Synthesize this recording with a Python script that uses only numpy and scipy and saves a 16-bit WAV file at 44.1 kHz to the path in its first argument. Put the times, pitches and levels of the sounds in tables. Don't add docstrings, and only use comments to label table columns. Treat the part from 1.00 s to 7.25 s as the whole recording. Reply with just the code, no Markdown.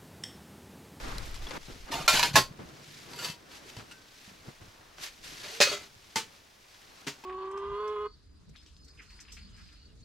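import sys
import numpy as np
from scipy import signal
from scipy.fft import rfft, irfft
from scipy.io import wavfile

SR = 44100
rng = np.random.default_rng(int(sys.argv[2]) if len(sys.argv) > 2 else 0)


def amplitude_ratio(level_db):
    exponent = np.asarray(level_db, float) / 20
    return 10 ** exponent


def bounce(signal):
    frames = np.transpose(np.atleast_2d(signal))
    limited = np.clip(frames, -1, 1)
    pcm = np.round(limited * 32767).astype(np.int16)
    wavfile.write(sys.argv[1], SR, pcm)


N = 275625
INDOORS_S = 0.58

# [f/Hz, side minus mid/dB]
SOFT_SIDE = [(60, -22), (110, -8), (200, -7.5), (380, -4), (700, -0.5), (1290, 0), (2380, -5), (4400, -8),
             (8120, -5), (15000, -6)]
# [f/Hz, level/dB]
SHEET_CROWD = [(40, -42), (100, -6), (500, -5), (1000, -6.5), (2200, -7.5), (4200, -6), (7000, -11.5),
               (9500, -20), (11500, -16), (15500, -31)]
# [f/Hz, level/dB]
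STOVE_CROWD = [(60, -41), (170, -10), (330, -13), (480, -8), (1070, -11), (2530, -6.5), (6260, -10),
               (9500, -23), (15500, -31.5)]


def colour(x, table):
    hz, db = np.transpose(table)
    log_hz = np.log(np.arange(1, x.shape[-1] // 2 + 2) * SR / x.shape[-1])
    return irfft(rfft(x) * amplitude_ratio(np.interp(log_hz, np.log(hz), db)), x.shape[-1])


def band(x, lo_hz, hi_hz):
    y = signal.sosfilt(signal.butter(2, [lo_hz, hi_hz], "bandpass", fs=SR, output="sos"), x)
    return y / np.sqrt(np.mean(y ** 2))


def curves(tables, rest_db):
    rows = []
    for span in map(np.array, tables):
        if rest_db is not None:
            quiet = np.full(span.shape[1] - 1, rest_db)
            before = np.r_[span[0, 0] - 0.006, quiet]
            after = np.r_[span[-1, 0] + 0.006, quiet]
            span = np.vstack([before, span, after])
        rows.append(span)
    s, *columns = np.vstack(rows).T
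    return [np.interp(np.arange(N) / SR, s, c) for c in columns]


def swells(at_s, rise_s, fall_s, peak_db):
    t = np.arange(0, N, 32) / SR
    late = t - at_s[:, None]
    drop_db = 10 * np.maximum(-late / np.abs(rise_s)[:, None], late / np.abs(fall_s)[:, None])
    same_place = (at_s[:, None] < INDOORS_S) == (t < INDOORS_S)
    power = 1e-12 + (same_place * amplitude_ratio(peak_db[:, None] - drop_db) ** 2).sum(axis=0)
    return np.interp(np.arange(N) / SR, t, 10 * np.log10(power))


def wide(mid, other, side_db):
    side = colour(other, side_db)
    return np.array([mid + side, mid - side])


def pan(db):
    return amplitude_ratio(np.array([[db], [-db]]) / 2)


def grit(rate_hz, spread_db, size=N):
    hit = rng.random((2, size)) < rate_hz / SR
    big = np.minimum(rng.exponential(size=(2, size)), 3)
    return hit * rng.standard_normal((2, size)) * amplitude_ratio(spread_db * big)


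def hum(table, rough_db):
    hz, db = curves(table, None)
    start, end = table[0][0][0], table[0][-1][0]
    held = np.interp(np.arange(N) / SR, [start - 0.02, start, end, end + 0.02], [0, 1, 1, 0])
    db = db + rough_db * band(rng.standard_normal(N), 6.3, 44.0)
    return held * np.sqrt(2) * amplitude_ratio(db) * np.sin(2 * np.pi * np.cumsum(hz) / SR)


def steel(modes, shape, crowd_db, t60_low, t60_high, blows=(), scrape=None, rub_db=0.0):
    # [f/Hz, side minus mid/dB]
    steel_side = [(100, -14), (500, -12.5), (1500, -11), (3000, -11), (8000, -7), (15000, -9)]
    t = np.arange(SR // 3) / SR
    hz, db, t60 = np.transpose(modes)[:, :, None]
    swing = amplitude_ratio(db - 60 * t / t60) * np.exp(2j * np.pi * hz * t)
    detune_hz = hz * 0.015 * rng.uniform(-1, 1, hz.shape)
    swing = swing * (1 + 0.45 * np.exp(2j * np.pi * detune_hz * t))

    def body(modes_db, place_db):
        gain = amplitude_ratio(place_db * rng.standard_normal(len(modes)))
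        share = gain * np.exp(2j * np.pi * rng.random((2, len(modes))))
        lines = rng.random(len(t) // 2 + 1) < 0.14
        crowd = colour(irfft(lines * rfft(rng.standard_normal((2, len(t))))), shape)
        low = signal.sosfilt(signal.butter(1, 2500, fs=SR, output="sos"), crowd)
        fading = low * amplitude_ratio(-60 * t / t60_low) + (crowd - low) * amplitude_ratio(-60 * t / t60_high)
        both = amplitude_ratio(modes_db) * (share @ swing).imag + amplitude_ratio(crowd_db) * fading / crowd.std()
        both = wide(*both, steel_side) * np.minimum(t / 0.00093, 1)
        return both / np.abs(both).max()

    sharp, dull = np.zeros((2, 2, N + len(t)))
    for s, peak_db, dull_db, pan_db in blows:
        sound = body(0.0, 1.5) * pan(pan_db)
        sharp[:, int(s * SR):][:, :len(t)] += amplitude_ratio(peak_db) * sound
        dull[:, int(s * SR):][:, :len(t)] += amplitude_ratio(dull_db + 7.5) * sound
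    if scrape:
        rows = [[(s, db, db + under_db) for s, db in curve] for under_db, curve in scrape]
        sharp_db, dull_db = curves(rows, -110.0)
        a, b = int(rows[0][0][0] * SR) - 300, int(rows[-1][-1][0] * SR) + 300
        place = np.repeat(rng.integers(0, 4, N // 530 + 1), 530)[:b - a]
        slips = grit(6000, 1.4, size=b - a)
        for k in range(4):
            sound = body(rub_db, 3.0)
            push = slips * (place == k) / slips.std() / np.sqrt((sound ** 2).sum() / 2)
            sharp_push = amplitude_ratio(sharp_db[a:b]) * push[:1]
            dull_push = amplitude_ratio(dull_db[a:b] + 12.0) * push[1:]
            sharp[:, a:b + len(t) - 1] += signal.oaconvolve(sharp_push, sound, axes=1)
            dull[:, a:b + len(t) - 1] += signal.oaconvolve(dull_push, sound, axes=1)
    heard = np.flatnonzero(sharp[0])
    heard = slice(heard[0], heard[-1])
    hard = signal.sosfilt(signal.butter(2, 900, "high", fs=SR, output="sos"), sharp[:, heard])
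    soft = signal.sosfilt(signal.butter(2, 900, fs=SR, output="sos"), dull[:, heard])
    sharp[:, heard] = soft * pan(-2.3) - hard
    return sharp[:, :N]


def ports(x):
    # [f/Hz, lead of the left port/rad]
    steel_lead = [(100, -.2), (400, -.55), (950, -.45), (2150, -.14), (3800, 0.), (15000, -.1)]
    hz, lead = np.transpose(steel_lead)
    turn = np.interp(np.log(np.arange(1, N // 2 + 2) * SR / N), np.log(hz), lead)
    return irfft(rfft(x) * np.exp(0.5j * turn * np.array([[1], [-1]])), N)


def air():
    # [t/s, level/dB]
    wind = [
        (0.0, -43),
        (0.134, -38),
        (0.358, -42),
        (0.43, -37.5),
        (0.5, -43.5),
        (0.56, -45),
        (0.578, -50),
    ]
    # [t/s, rise/s per 10 dB, fall/s per 10 dB, level/dB]
    jolts = [
        (0.69, .1, -0.3, -54),
        (0.94, -0.5, .05, -52),
        (1.15, 0.1, 0.08, -41),
        (1.36, .02, -0.07, -43),
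        (4.2, 0.5, 0.3, -65),
    ]
    # [f/Hz, level/dB]
    tent = [(15, -25), (25, -8), (79, -1), (148, -5), (260, -11.5), (582, -8), (997, -10.5), (1140, -9),
            (1300, -12.5), (1660, -10.5), (5580, -12), (8130, -21.5), (15500, -24)]
    still_air_db, hush_db = -73.5, -61.5
    push = amplitude_ratio(curves([wind], -110.0)[0]) + amplitude_ratio(swells(*np.transpose(jolts))) + amplitude_ratio(still_air_db)
    gusts = push * band(rng.standard_normal(N), 5.8, 43.5)
    hush = wide(*colour(rng.standard_normal((2, N)), tent), SOFT_SIDE)
    uneven = amplitude_ratio(-11.5) * gusts * np.array([[1], [-1]]) * band(rng.standard_normal(N), 1, 11)
    return gusts * pan(1.4) + uneven + amplitude_ratio(hush_db) * hush / hush.std()


def thuds():
    # [t/s, peak/dB, f/Hz]
    knocks = [(0.903, -36, 290), (0.943, -41, 140), (0.999, -35, 146), (1.137, -32.5, 241),
              (1.59, -41, 100), (1.657, -44, 78.1), (2.658, -46.5, 387), (2.772, -35, 113),
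              (2.81, -47, 123), (3.278, -44.5, 190), (3.315, -48, 185), (3.41, -52, 94.2),
              (3.481, -37, 138), (3.616, -41, 104), (3.681, -45.5, 105), (3.796, -51, 106),
              (4.413, -48, 119), (4.962, -50, 106.6)]
    out, t = np.zeros(N + SR), np.arange(SR // 5) / SR
    for s, db, hz in knocks:
        out[int(s * SR):][:len(t)] += amplitude_ratio(db - 60 * t / 0.08) * np.sin(2 * np.pi * hz * t)
    return out[:N]


def clothes():
    # [t/s, rise/s per 10 dB, fall/s per 10 dB, hiss/dB]
    rustle = [ (0.08, 4, 0.3, -48.5), (0.27, 0.1, .05, -50.5), (0.36, .03, .02, -51),
              (0.43, .015, .05, -52), (0.575, 0.27, .02, -49), (0.67, 0.2, .5, -53), (1.6, .04, .5, -63),
              (1.97, 0.3, 0.35, -52), (2.52, .03, .06, -53), (2.555, .04, 0.06, -51), (2.7, .07, .04, -51),
              (2.79, 0.08, .06, -52), (2.915, .06, 0.08, -56), (3.2, .15, .2, -61),
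              (3.27, -0.3, 0.16, -55.5), (3.49, 0.1, 0.16, -57), (3.61, 0, 0.57, -61),
              (4.038, 0.0267, 0.0436, -37.5), (4.243, 0.01, 0.31, -46.5), (4.576, 0.24, 0.04, -44),
              (4.86, 0.4, 0.02, -55.5), (4.966, 1, -1, -64.5), (5.13, 0.14, .3, -59), (5.39, 1, .04, -63),
              (5.75, .25, 5, -60), (6.02, 0.07, 0, -57.5), ]
    # [t/s, rise/s per 10 dB, fall/s per 10 dB, crumple/dB, thud/dB]
    shuffle = [ (0.08, 0.16, 0.21, -44.5, -47), (0.304, 0, 0, -50, -56), (0.575, 0.1, -1, -43, -44),
               (0.621, 3, 0, -69, -59), (0.684, 0, 0.07, -53.5, -46), (0.89, .03, 0.37, -49, -53),
               (1.49, 1.2, -1.7, -79, -58.5), (1.592, 0, 0.07, -51.5, -44), (1.83, 0.7, 0, -60, -60),
               (2.12, 0.13, 0.17, -55.5, -54), (2.56, 0.2, 0.5, -59, -63), (2.798, 0.03, 0.04, -53.5, -51),
               (2.92, -1.2, 0.12, -65, -62), (3.28, 0, 0.2, -62.5, -63), (3.49, 0.04, 0.02, -54, -50),
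               (3.615, .01, .08, -61, -56.5), (3.85, 0.5, 0.3, -61, -70), (4.015, 0.02, 0, -51, -57),
               (4.3, 0.13, 0.18, -69, -56.5), (4.441, -0.13, 0.17, -57.5, -60), (4.83, -0.1, .06, -61, -58),
               (5.3, 0.54, 0.22, -66, -63.5), (6.02, 0.5, 1.1, -62, -66), ]
    air_under_hiss_db, crumple_under_hiss_db = -16, -13.5
    hiss = amplitude_ratio(swells(*np.transpose(rustle)))
    *shape, crumple_db, thud_db = np.transpose(shuffle)
    crumple = np.hypot(amplitude_ratio(swells(*shape, crumple_db)), amplitude_ratio(crumple_under_hiss_db) * hiss)
    levels = [hiss, crumple, amplitude_ratio(swells(*shape, thud_db)), amplitude_ratio(air_under_hiss_db) * hiss]
    bands_hz = [(1600, 5970), (317, 1850), (64.4, 394), (9700, 13400)]
    out = 0
    for level, (lo_hz, hi_hz) in zip(levels, bands_hz):
        flicker = band(rng.standard_normal(N), 6, 43)
        fibres = rng.standard_normal((2, N)) + 1.9 * grit(700, 3.0)
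        out = out + level * amplitude_ratio(1.22 * flicker) * wide(*band(fibres, lo_hz, hi_hz), SOFT_SIDE)
    return out * pan(0.7)


def crackle():
    # [t/s, peak/dB, f/Hz, t60/s]
    cracks = [(0.258, -44, 12000, .006), (0.2613, -42, 7600, .008), (0.265, -44, 10000, .006),
              (0.3112, -41, 14000, .003), (0.345, -40, 7840, 0.011), (0.3501, -38, 10000, .003),
              (0.366, -42, 8000, .006), (0.358, -38, 3000, .006), (0.363, -36, 5200, .008),
              (0.363, -34, 1000, 0.013), (0.469, -37, 3390, 0.043), (0.488, -39, 5400, .01),
              (0.495, -38, 11000, .0035), (0.508, -35, 4420, .012), (0.5538, -34, 1200, .015),
              (4.441, -38, 1700, .02), (4.671, -21, 540, .035), (6.237, -40, 915, .1),
              (6.24, -44, 2600, 0.042)]
    out, t = np.zeros(N + SR), np.arange(SR // 10) / SR
    for s, db, hz, t60 in cracks:
        ring = amplitude_ratio(db - 60 * t / t60) * np.sin(2 * np.pi * hz * t)
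        out[int(s * SR):][:len(t)] += ring * np.minimum(t * hz / 2, 1)
    return out[:N] * pan(1.5)


def ticks():
    # [f/Hz, level/dB, t60/s]
    tick = [(1160, -16, .02), (3350, 1.5, 0.02), (5200, -16, 0.013)]
    snap = [(4060, 2, 0.016), (4670, 3.5, 0.015), (5430, -2.5, 0.019), (11000, -2, 0.0087)]
    # [t/s, peak/dB, dull part/dB, left minus right/dB]
    tick_blows = [
        (0.3427, -34.5, -59, 1.5),
        (0.4224, -45, -40, 2.7),
        (0.4683, -36, -38, 4.8),
        (0.508, -32, -32.5, 4.5),
        (0.5547, -37, -36, 3),
        (0.6297, -40.5, -66, 0.5),
        (3.5752, -54, -66, 1.1),
        (3.9824, -38, -40.5, 0.5),
        (5.744, -45, -62.5, 0.5),
    ]
    snap_blows = [
        (0.182, -25, -55, 2.0),
    ]
    out = steel(tick, STOVE_CROWD, 6.0, 0.089, 0.015, tick_blows)
    return out + steel(snap, SHEET_CROWD, 3.4, 0.0049, 0.019, snap_blows)


def wood():
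    # [f/Hz, level/dB, t60/s]
    modes = [(140, 2, .14), (255, 5, .07), (290, -2, .25), (410, -1, .14), (940, -15, .2),
             (2020, -1.5, .06), (4410, -7, .063)]
    # [t/s, peak/dB, dull part/dB, left minus right/dB]
    blows = [
        (6.067, -27, -42, 0.74),
        (6.071, -23, -37, 0.8),
        (6.078, -21, -41, 0.91),
        (6.237, -36, -50, 0.),
    ]
    return steel(modes, STOVE_CROWD, 4.1, 0.15, 0.18, blows)


def latch():
    # [f/Hz, level/dB, t60/s]
    modes = [(422, -5, 0.093), (770, -9, 0.11), (888, 1, 0.12), (2094, 0.5, 0.074), (3020, -11, 0.25),
             (3570, -25, 0.19), (4610, -4.5, 0.19), (6720, -3, 0.16)]
    # [f/Hz, level/dB]
    crowd = [(35, -52), (90, -7), (413, 1), (673, -23), (869, -7), (976, -10), (3340, -5), (6560, -7.5),
             (15500, -28)]
    # [t/s, peak/dB, dull part/dB, left minus right/dB]
    blows = [
        (5.1575, -15.5, -26, 0.19),
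        (5.168, -20, -37, 1.),
        (5.183, -24.5, -37, 0.),
    ]
    return steel(modes, crowd, 8.8, 0.2, 0.18, blows)


def door():
    # [f/Hz, level/dB, t60/s]
    clank = [(190, -12, .1), (404, -3, .2), (566, 7, .045), (1010, -11, 0.17), (1645, -6, 0.091),
             (1860, -5, 0.13), (2270, -6, 0.22), (2525, 0, 0.26), (3740, -5.5, .15), (4160, -6, .2),
             (4890, -3.5, 0.12), (5600, -6, .1), (6223, -9, 0.1), (7520, -10, 0.14)]
    rebound = [(404, -2, .22), (440, -12, .1), (592, -5, .2), (1327, -0.5, 0.13), (2030, -4, 0.11),
               (2500, -5, .08), (2790, -5, .1), (3300, -7, 0.087), (3800, -1, .06), (4300, -2, 0.11),
               (4510, 0, 0.12), (5190, -10, .08)]
    # [t/s, peak/dB, dull part/dB, left minus right/dB]
    clank_blows = [
        (4.6027, -9, -14, 0.),
        (4.6113, -6.5, -18, 1.6),
        (4.619, -7, -43, 0.035),
        (4.626, -8.5, -32, 0.),
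        (4.635, -13.5, -33, 0.),
    ]
    rebound_blows = [
        (4.44, -38, -56, 0.),
        (4.453, -42, -56, 0.),
        (4.672, -24, -50, 1.),
        (4.716, -28, -30, 1.),
        (4.726, -23, -29, 1.),
        (4.745, -32, -44, 1.),
    ]
    # [t/s, level/dB]
    scrape = [
        (-18.5, [(4.43, -45), (4.462, -44), (4.57, -55)]),
        (-16, [(4.64, -32), (4.665, -29), (4.695, -32.5), (4.705, -35), (4.726, -32), (4.765, -41), (4.81, -52.5), (4.836, -50), (4.86, -70.5)]),
    ]
    # [t/s, f/Hz, level/dB]
    squeak = [
        [(4.465, 440, -66), (4.49, 540, -58), (4.515, 694, -56), (4.535, 770, -66)],
    ]
    groan = [
        [(4.44, 387, -59), (4.5, 396, -62), (4.53, 435, -54), (4.555, 461, -52), (4.585, 454, -54)],
    ]
    out = steel(clank, STOVE_CROWD, 9.8, 0.053, 0.12, clank_blows)
    out += steel(rebound, STOVE_CROWD, 5.1, 0.11, 0.076, rebound_blows, scrape, -11.0)
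    return out + hum(squeak, 2.5) + hum(groan, 2.5)


def shield_laid_down():
    # [f/Hz, level/dB, t60/s]
    pin = [(1410, 1, .16), (2710, -1, .1), (2880, 1, .2), (4600, 1, .12), (7290, -4, .06)]
    tab = [(960, -5, .15), (2070, -8, 0.11), (2640, -3, 0.12), (3065, -0.5, 0.11), (3400, -11, 0.089),
           (3570, -10, .1), (4250, -6, .06), (4500, 0, .1), (4620, -1, .15), (4800, -6, .08),
           (5370, -8, .08), (6100, -9, .1), (8020, -8, .06)]
    clink = [(1428, -1.5, 0.13), (1541, -11, 1.3), (2630, -1, 0.1), (2860, 3, .1), (3100, -2, .07),
             (4000, -7, .05), (6000, -6, .05), (8190, 0.5, .07)]
    # [t/s, peak/dB, dull part/dB, left minus right/dB]
    pin_blows = [
        (2.1887, -29, -44, .5),
        (2.1961, -31, -48, .5),
    ]
    tab_blows = [(2.1326, -35, -40, 1.53), (2.2217, -36, -48, 3), (2.2456, -22, -52, 4.2),
                 (2.251, -27, -52, 3.7), (2.262, -30, -54, 3.7), (2.285, -28, -46, 4.3),
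                 (2.299, -30, -48, 5), (2.318, -36, -54, 4), (2.338, -47, -56, 4), (2.515, -43, -52, 2.5),
                 (2.6989, -40, -66, 2.9), (2.7655, -37.5, -43, 2.2)]
    clink_blows = [
        (2.912, -38, -64, 1.5),
        (2.92, -38, -64, 1.5),
    ]
    # [t/s, level/dB]
    tab_scrape = [
        (-13.5, [(2.1, -51), (2.144, -50), (2.244, -35.5), (2.308, -45), (2.38, -67)]),
    ]
    out = steel(pin, SHEET_CROWD, 7.5, 0.046, 0.051, pin_blows)
    out += steel(tab, SHEET_CROWD, 8.0, 0.06, 0.07, tab_blows, tab_scrape, -8.0)
    return out + steel(clink, SHEET_CROWD, 3.5, 0.1, 0.064, clink_blows)


def shield_unhooked():
    # [f/Hz, level/dB, t60/s]
    slide = [(751, 1, 0.13), (915, -3.5, 0.14), (1200, -2.5, .1), (2580, -4, .08), (3500, -2, .08),
             (4230, -4, .04)]
    hook = [(623, -1, .3), (1062, -3.5, .22), (1368, 2, .22), (2140, -2, .25), (2417, 1, .18),
            (3060, -11.5, 0.15), (3560, -5, 0.13), (4140, -4, .11), (5100, -10, 0.13), (5620, -8, .12),
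            (6050, -11, .1), (6780, -10.5, 0.17), (7284, -9, .2)]
    lug = [(954, 2, 0.12), (1713, -7.5, 0.13), (2160, -7.5, .12), (2555, -5, .08), (2940, -2, 0.07),
           (3960, -8.5, 0.082), (4200, -5, 0.098), (4600, -3.5, 0.06), (5060, -9, .1), (6000, -6.5, .1),
           (6900, -9, .07)]
    rim = [(520, -12.5, 0.24), (670, -2, .083), (856, -2, 0.13), (960, -6, .1), (1071, 1, .19),
           (1670, 4.5, 0.079), (1776, 2, 0.095), (2022, 0, 0.1), (2610, -3.5, .11), (2750, -4.5, 0.086),
           (3490, -8, 0.1), (4441, -1.5, 0.2), (4721, -2, 0.18), (5140, -3, 0.058), (6000, -5, 0.15)]
    # [t/s, peak/dB, dull part/dB, left minus right/dB]
    hook_blows = [
        (1.0784, -2.5, -44, -0.5),
    ]
    lug_blows = [
        (1.1446, -22, -34, 0.5),
        (1.1935, -10, -34, 0.61),
        (1.2284, -7, -40, 0.085),
        (1.2336, -11, -34, -0.5),
    ]
    rim_blows = [
        (1.3385, -36, -38, 0.89),
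        (1.356, -2.5, -14, -0.58),
        (1.364, -7, -17, 0.),
        (1.373, -12, -19, 0.),
    ]
    # [t/s, level/dB]
    slide_scrape = [
        (-11, [(0.908, -48), (0.917, -33), (0.955, -32), (0.985, -39), (1.015, -37), (1.045, -43.5), (1.065, -39)]),
    ]
    hook_scrape = [
        (-17, [(1.125, -26.5), (1.15, -23.5), (1.19, -27), (1.215, -30), (1.25, -27), (1.283, -34.5), (1.325, -49), (1.337, -37), (1.354, -32)]),
    ]
    # [t/s, f/Hz, level/dB]
    wobble = [
        [(1.138, 132.7, -67), (1.298, 145, -46.5), (1.428, 124, -42.5), (1.45, 127.6, -61),
         (1.538, 142.3, -59.5), (2.012, 145.1, -66.5), (2.312, 155, -55), (2.4, 140, -104)],
    ]
    out = steel(slide, SHEET_CROWD, 9.8, 0.055, 0.027, scrape=slide_scrape, rub_db=-7.0)
    out += steel(hook, SHEET_CROWD, 6.2, 0.29, 0.31, hook_blows)
    out += steel(lug, SHEET_CROWD, 7.7, 0.076, 0.037, lug_blows, hook_scrape, -11.0)
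    out += steel(rim, SHEET_CROWD, 9.7, 0.16, 0.17, rim_blows)
    return out + hum(wobble, 6.5)


def scene():
    background = air() + thuds() + clothes()
    small = crackle() + ticks() + wood()
    stove = latch() + door()
    shield = shield_laid_down() + shield_unhooked()
    return background + small + ports(stove + shield)


def roll_off(x):
    return signal.sosfilt(signal.butter(12, 16960, fs=SR, output="sos"), x)


def record(dry):
    headroom, top_hz = 0.73, 15800
    rounded = headroom * np.tanh(dry / headroom)
    mix = signal.sosfilt(signal.ellip(6, 0.2, 26, top_hz, fs=SR, output="sos"), rounded)
    return roll_off(mix)


dry = scene()
out = record(dry)
bounce(out)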